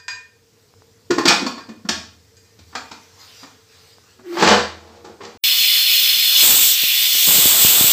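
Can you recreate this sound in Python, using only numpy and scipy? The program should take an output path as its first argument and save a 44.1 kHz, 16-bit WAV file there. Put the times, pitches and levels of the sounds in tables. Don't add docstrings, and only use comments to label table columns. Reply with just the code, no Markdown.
import sys
import numpy as np
from scipy import signal
from scipy.fft import rfft, irfft, next_fast_len
from scipy.io import wavfile
from scipy.ndimage import uniform_filter1d, map_coordinates

SR = 44100
rng = np.random.default_rng(int(sys.argv[2]) if len(sys.argv) > 2 else 0)


def to_wav(sig):
    pcm = np.clip(np.atleast_2d(sig), -1, 1) * 32767
    pcm = np.round(pcm).astype(np.int16)
    wavfile.write(sys.argv[1], SR, pcm.T)


N = 349633
CLOCK = np.arange(N) / SR
PAUSE_FROM_S, PAUSE_TO_S = 5.375, 5.4385
RATTLE = .0022

# (pitch [Hz], level [dB], t60 [s])
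METAL_MODES = [(222, 0, .1), (340, 0, .1), (455, -1, .1), (641, -3, .07), (880, -2, .06), (1100, 0, .09),
               (1416, -2, .07), (1800, -5, .09), (2455, -6, .16), (3520, -7, .08), (4480, -3, .08),
               (4720, 0, .09), (5500, -4, .07), (6700, -12, .07)]
# (frequency [Hz], level [dB])
CRACK_EQ = [(240, -24), (400, -5.5), (850, -1), (2750, -6.5), (4700, -1), (7800, -11), (10000, -27),
            (15500, -37)]
# (from time [s], ring level [dB])
RING_DAMPING = [(0, -17), (2.5, -24.5), (4.3, -31)]
# (time [s], clink [dB], knock [dB], thud [dB], thud pitch [Hz])
LID_HITS = [(1.1055, -3.5, -1, 3.5, 351.5), (1.1815, -6, -0.5, -0.5, 328.5), (1.2536, 4.5, 5.5, -3.5, 334),
            (1.2808, 11, -22, -0.5, 198), (1.4194, -30, -24, -4, 276), (1.4636, -9, -4, -9, 249),
            (1.577, -25.5, -14.5, -23.5, 322), (1.6891, -25, -18.5, -11, 227), (1.85, -32, -24, -9, 196),
            (1.888, 4, -0.5, -8, 234), (2.589, -26, -31, -30, 151), (2.727, -48, -18.5, -35, 231),
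            (2.7512, -9, 1, -21.5, 260), (2.913, -16.5, -9, -21, 238), (3.4304, -25, -16.5, -21, 263),
            (4.19, -54, -23, -36, 243), (4.369, -31, 2.5, -23, 333), (4.4229, -4, 13.5, -1.5, 424),
            (5.0446, -24.5, -25, -26, 369), (5.2058, -41, -12.5, -21.5, 403),
            (5.3423, -34, -27.5, -22.5, 96)]


def lid_hits():
    out, t = np.zeros(N + SR), np.arange(SR // 4) / SR
    mode_hz = np.transpose(METAL_MODES)[0]
    for s, clink_db, knock_db, thud_db, thud_hz in LID_HITS:
        softness_db = -min(max(clink_db, knock_db), 0)
        attack = 1 - np.exp(-t / (0.0024 * amp(0.24 * softness_db)))
        ring_db = [db for since, db in RING_DAMPING if s >= since][-1]
        balance = amp(ring_db + rng.normal(0, 4.85, len(mode_hz)))
        mode_gains = balance * drive(mode_hz, clink_db, knock_db)
        burst = amp(-60 * t / 0.058) * attack * rng.standard_normal(len(t))
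        pot_body = lambda f: amp(thud_db + 11.5 - 14.7 * np.log2(f / 250 + 1e-9) ** 2)
        crack = filtered(burst, lambda f: eq(CRACK_EQ)(f) * drive(f, clink_db, knock_db) + pot_body(f))
        ring = attack * (mode_gains @ ringing(METAL_MODES, t, RATTLE, swell_cycles=0.6))
        thud = ringing([(thud_hz, thud_db, .075)], t, shake=0.0014, swell_cycles=2.6)[0]
        place(out, s, crack + ring)
        place(out, s - .006, thud)
    return out[:N]


# (time [s], level [dB])
JET_RIDE = [(5.44, -26), (6.0, -28), (6.3, -42), (6.41, -12.5), (6.44, -7.5), (6.72, -11.5), (6.77, -23.5),
            (7.1, -21.5), (7.17, -17), (7.25, -12), (7.29, -8.5), (7.93, -9)]


def steam():
    jet_db = np.interp(CLOCK, *np.transpose(JET_RIDE))
    swing_db, swing_width_db = -10.5, 0.6
    on_mic = 1 / (1 + np.exp((swing_db - jet_db) / swing_width_db))
    flutter = amp(0.66 * wobble(14) + 0.2 * wobble(300))
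    return flutter * (leak(on_mic) + jet(jet_db)) + buffeting(on_mic) + puffs()


# (frequency [Hz], level [dB])
JET_EQ = [(900, -31.5), (2200, -21), (3450, -4.5), (6000, -11.5), (7950, -0.5), (8600, -2), (9300, -10),
          (10800, -8), (13500, -1), (15500, -3.5)]


def jet(jet_db):
    hiss = amp(jet_db) * noise(eq(JET_EQ), patchy_db=.6)
    half_open = np.exp(-((jet_db + 16) / 6.5) ** 2)
    return hiss + amp(-24.5) * half_open * vent_whistle([(5800, 1300, 0)])


# (frequency [Hz], level [dB])
LEAK_EQ = [(300, -47), (700, -33), (1700, -19.5), (2500, -5.5), (3700, -5.5), (6800, -14), (8400, -13),
           (9500, -12), (15500, -6.5)]
# (pitch [Hz], width [Hz], level [dB])
VENT_MODES = [(2970, 170, -5), (3480, 280, 0), (4250, 170, 0), (5130, 340, -7)]


def leak(on_mic):
    loosened = CLOCK > 6.43
    low_whistle = amp(-6 - 1.9 * loosened) * vent_whistle(VENT_MODES[:2])
    high_whistle = amp(-7 - 8 * loosened) * vent_whistle(VENT_MODES[2:])
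    hiss = noise(eq(LEAK_EQ), patchy_db=1.84)
    surge_db = 3.7 * np.exp(-((CLOCK - 6.4) / 0.055) ** 2)
    return amp(-14 + surge_db - 2.5 * on_mic) * (hiss + low_whistle + high_whistle)


def vent_whistle(modes):
    return noise(lambda f: sum(amp(db) * resonance(f, hz, width) for hz, width, db in modes), 0.5)


# (frequency [Hz], level [dB])
BUFFET_EQ = [(15, -58), (60, -17), (283, -11.5), (515, -9), (2500, -11), (3250, -22), (5500, -120)]


def buffeting(on_mic):
    roar = noise(eq(BUFFET_EQ), patchy_db=1.2)
    lumps = amp(7 * wobble(28))
    bass = noise(lambda f: f ** 2 / (1 + (f / 170) ** 4), patchy_db=2.0)
    return amp(-56.5 + 28 * on_mic) * (roar + 0.35 * unit(lumps * bass))


# (time [s], level [dB], rough pitch [Hz])
STEAM_PUFFS = [(5.609, -28.5, 207), (6.28, -27.5, 200), (6.836, -16, 212), (7.152, -19, 342),
               (7.39, -10.5, 141), (7.457, -3.5, 162), (7.648, -1, 128), (7.81, -3, 162), (7.843, -9, 111)]


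def puffs():
    out, t = np.zeros(N), np.arange(2048) / SR
    for s, db, hz in STEAM_PUFFS:
        age = 8 * hz * t
        place(out, s, amp(db) * age * (2 - age) * np.exp(-age))
    return out


# (time [s], attack [s], hold [s], groan [dB], rasp [dB])
RIM_DRAGS = [(1.277, .01, 0.014, -25.5, -18), (4.435, 0.13, 0.092, -16, -18.5),
             (4.793, 0.23, 0.19, -49, -59), (5.048, 0.0094, 0.01, -36, -51), (5.224, 0.052, 0.02, -40, -43)]


def rim_drags():
    mode_hz = np.transpose(METAL_MODES)[0]
    rings = ringing(METAL_MODES, np.arange(SR // 4) / SR, RATTLE, swell_cycles=0.42)
    groan = [(s, attack, hold, db) for s, attack, hold, db, _ in RIM_DRAGS]
    grind = [(s, attack * 1.27, hold, db + 5) for s, attack, hold, _, db in RIM_DRAGS]
    rasp = [(s, attack, hold, db) for s, attack, hold, _, db in RIM_DRAGS]
    bands = [(groan, 150, 600, 0.86), (grind, 600, 2500, 0.26), (rasp, 2500, 16000, 0.05)]
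    out = np.zeros(N)
    for strokes, low_hz, high_hz, ring_mix in bands:
        level = envelope(strokes, release_s=0.17)
        slips = unit(rng.standard_normal(N) * amp(3.5 * wobble(180) + 1.2 * wobble(35)))
        body = rings[(mode_hz > low_hz) & (mode_hz < high_hz)].sum(axis=0)
        ring = signal.fftconvolve(level * slips, body / np.linalg.norm(body))[:N]
        band_cut = lambda f: np.sqrt((1 + (low_hz / (f + 1)) ** 4) * (1 + (f / high_hz) ** 4))
        scrape = unit(filtered(slips, lambda f: eq(CRACK_EQ)(f) / band_cut(f)))
        out += level * scrape + ring_mix * ring
    return out


# (time [s], attack [s], hold [s], level [dB])
SEAL_GROANS = [(4.265, 0.034, 0.024, -34), (4.355, 0.17, 0.068, -17)]


def rubber_seal():
    hz = 315 + 58 * np.exp(-np.maximum(CLOCK - 4.24, 0) / 0.1214)
    phase = 2 * np.pi * np.cumsum(hz * (1 + 0.033 * wobble(70))) / SR
    scratch = (1 + np.cos(phase)) * noise(lambda f: f / (1 + (f / 800) ** 2), patchy_db=4.5)
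    level = envelope(SEAL_GROANS, release_s=0.12) * amp(2.4 * wobble(40))
    return level * (np.sin(phase) + 0.12 * scratch)


# (time [s], level [dB])
HOB_BOOMS = [(1.899, -37), (2.589, -42), (4.451, -26)]


def hob():
    out, t = np.zeros(N + SR), np.arange(SR) / SR
    for s, db in HOB_BOOMS:
        place(out, s, ringing([(82, db, 1.28)], t, shake=.0002, swell_cycles=1.2)[0])
    return out[:N]


# (pitch [Hz], level [dB], t60 [s])
UTENSIL_MODES = [(1000, -7, .09), (1600, 0, .1), (1820, -2, .25), (2455, -4, .25), (4850, -3, .16),
                 (6600, -8, .11), (7510, -14, .15)]
# (time [s], level [dB], brightness [dB/octave])
UTENSIL_CLINKS = [(0.0, -37, -1), (0.0813, -16.5, -0.5), (1.606, -35, -2.5), (2.368, -51, 8),
                  (2.45, -53.5, 4)]


def utensil():
    out, t = np.zeros(N), np.arange(SR // 3) / SR
    thin_crack = lambda f: eq(CRACK_EQ)(f) * drive(f, 0, -11) / (1 + (900 / (f + 1)) ** 6)
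    for s, db, tilt_db in UTENSIL_CLINKS:
        tick = filtered(amp(0.5 - 60 * t / 0.11) * rng.standard_normal(len(t)), thin_crack)
        ring = ringing(UTENSIL_MODES, t, RATTLE / 3, swell_cycles=0.84).sum(axis=0)
        tilt = lambda f: amp(db + tilt_db * np.log2(f / 2000 + 1e-9))
        place(out, s, filtered(tick + 0.55 * ring, tilt))
    return out


# (frequency [Hz], level [dB])
SKIN_EQ = [(300, -13), (1100, -0.5), (2500, -5), (5000, -0.5), (9000, -12), (14000, -16.5)]
# (time [s], attack [s], hold [s], level [dB])
PALM_STROKES = [(2.72, 0.24, 0.32, -53.5), (3.2, 0.32, 0.23, -45.5), (3.72, 0.4, 0.19, -51.5),
                (4.08, 0.36, .03, -56)]


def palm():
    hiss = amp(0.93 * wobble(29)) * noise(eq(SKIN_EQ), patchy_db=3.5)
    body = ringing(METAL_MODES, np.arange(SR // 4) / SR, shake=0, swell_cycles=0.98).sum(axis=0)
    ring = unit(signal.fftconvolve(hiss, body)[:N])
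    return envelope(PALM_STROKES, release_s=0.33) * (hiss + 0.12 * ring)


# (time [s], level [dB])
HANDLE_TICKS = [(0.739, -34), (0.821, -31.5), (3.984, -32)]


def handle_ticks(pitch_hz=980):
    out, cycles = np.zeros(N), np.arange(SR // 50) / SR * pitch_hz
    for s, db in HANDLE_TICKS:
        place(out, s, amp(db - 20 * cycles / 0.98) * np.sin(2 * np.pi * cycles))
    return out


# (frequency [Hz], t60 [s])
ROOM_DECAY = [(300, 0.43), (3000, 0.45), (15000, 0.37)]


def kitchen_reverb(x):
    out, step, predelay = np.zeros(N + SR), SR // 3, 200
    for start in range(0, int(PAUSE_FROM_S * SR), step):
        hz, t, spectra = signal.stft(rng.standard_normal(SR // 2), SR, nperseg=256)
        decay = amp(-60 * t / curve(ROOM_DECAY, hz)[:, None])
        tail = signal.istft(spectra * decay, SR, nperseg=256)[1]
        wet = signal.fftconvolve(x[start:start + step], tail / np.linalg.norm(tail))
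        out[start + predelay:][:len(wet)] += wet
    return out[:N]


# (pitch [Hz], width [Hz], level [dB])
APPLIANCE_HUMS = [(98, 20, -57), (454.6, 51, -61.5)]
# (frequency [Hz], level [dB])
AIR_EQ = [(25, -7.5), (90, -3), (250, -7), (550, -16), (900, -18), (3200, -20.5), (5000, -15.5),
          (15500, -28)]


def room_tone():
    hums = sum(amp(db) * unit(filtered(rng.standard_normal(N), lambda f: resonance(f, hz, width)))
               for hz, width, db in APPLIANCE_HUMS)
    air = amp(-57 + 0.57 * wobble(1.9)) * noise(eq(AIR_EQ), patchy_db=1.5)
    swell = amp(-5 * np.maximum(1 - CLOCK / 0.63, 0))
    return swell * (hums + air)


def drive(hz, clink_db, knock_db):
    low_cut = 1 / (1 + (520 / (hz + 1)) ** 6)
    highs = 1 / (1 + (2000 / (hz + 1)) ** 4)
    return low_cut * (amp(knock_db) * (1 - highs) + amp(clink_db) * highs)


def ringing(modes, t, shake, swell_cycles):
    hz, db, t60 = np.transpose(modes)[:, :, None]
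    drift = np.cumsum(rng.standard_normal((len(hz), len(t))), axis=1) * shake * np.sqrt(hz)
    attack = 1 - np.exp(-(t * hz / swell_cycles) ** 2)
    return attack * amp(db - 60 * t / t60) * np.sin(2 * np.pi * hz * t + drift)


def envelope(strokes, release_s):
    return sum(amp(db - 40 * np.maximum((s - CLOCK) / attack, (CLOCK - s - hold) / release_s).clip(0))
               for s, attack, hold, db in strokes)


def noise(response, patchy_db):
    spectra = signal.stft(rng.standard_normal(N), nperseg=512)[2]
    patches = uniform_filter1d(rng.standard_normal(spectra.shape), 6, axis=0)
    patches = unit(uniform_filter1d(patches, 12, axis=1))
    patchy = signal.istft(spectra * amp(patchy_db * patches), nperseg=512)[1][:N]
    return unit(filtered(patchy, response))


def wobble(rate):
    knots = rng.standard_normal(int(N * rate / SR) + 4)
    return map_coordinates(knots, [CLOCK * rate])


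def filtered(x, response):
    n = x.shape[-1]
    padded = next_fast_len(n + 8192)
    return irfft(rfft(x, padded) * response(np.fft.rfftfreq(padded, 1 / SR)), padded)[..., :n]


def resonance(f, hz, width):
    return 1 / (1 + (2 * (f - hz) / width) ** 2)


def curve(points, hz):
    f, values = np.transpose(points)
    return np.interp(np.log(hz + 1), np.log(f + 1), values)


def eq(points):
    return lambda hz: amp(curve(points, hz))


def amp(db):
    return 10 ** (np.asarray(db) / 20)


def unit(x):
    return x / np.sqrt(np.mean(x ** 2) + 1e-20)


def place(track, s, sound):
    track[round(s * SR):][:len(sound)] += sound


def scene():
    lid = lid_hits() + utensil() + rim_drags() + rubber_seal() + palm()
    closing = amp(-3.5) * lid + amp(-5) * kitchen_reverb(lid) + handle_ticks() + hob() + room_tone()
    mid = np.where(CLOCK < PAUSE_TO_S, closing, steam())
    side = amp(-95.5) * signal.fftconvolve(mid, rng.standard_normal(256))[:N]
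    return np.array([mid + side, mid - side])


# (frequency [Hz], level [dB])
MIC_EQ = [(8000, 0.5), (9500, -8), (12000, -1.5), (14000, 0)]


def record(dry):
    low_cut_hz, top_hz, ceiling = 65, 15600, .88
    coloured = filtered(dry, lambda hz: (1j * hz / (low_cut_hz + 1j * hz)) ** 2 * eq(MIC_EQ)(hz))
    clipped = coloured / (1 + np.abs(coloured / ceiling) ** 6) ** (1 / 6)
    gate = (CLOCK < PAUSE_FROM_S) | (CLOCK > PAUSE_TO_S)
    return filtered(clipped * gate, lambda hz: np.clip((top_hz - hz) / 120, 0, 1) ** 2)


dry = scene()
out = record(dry)
to_wav(out)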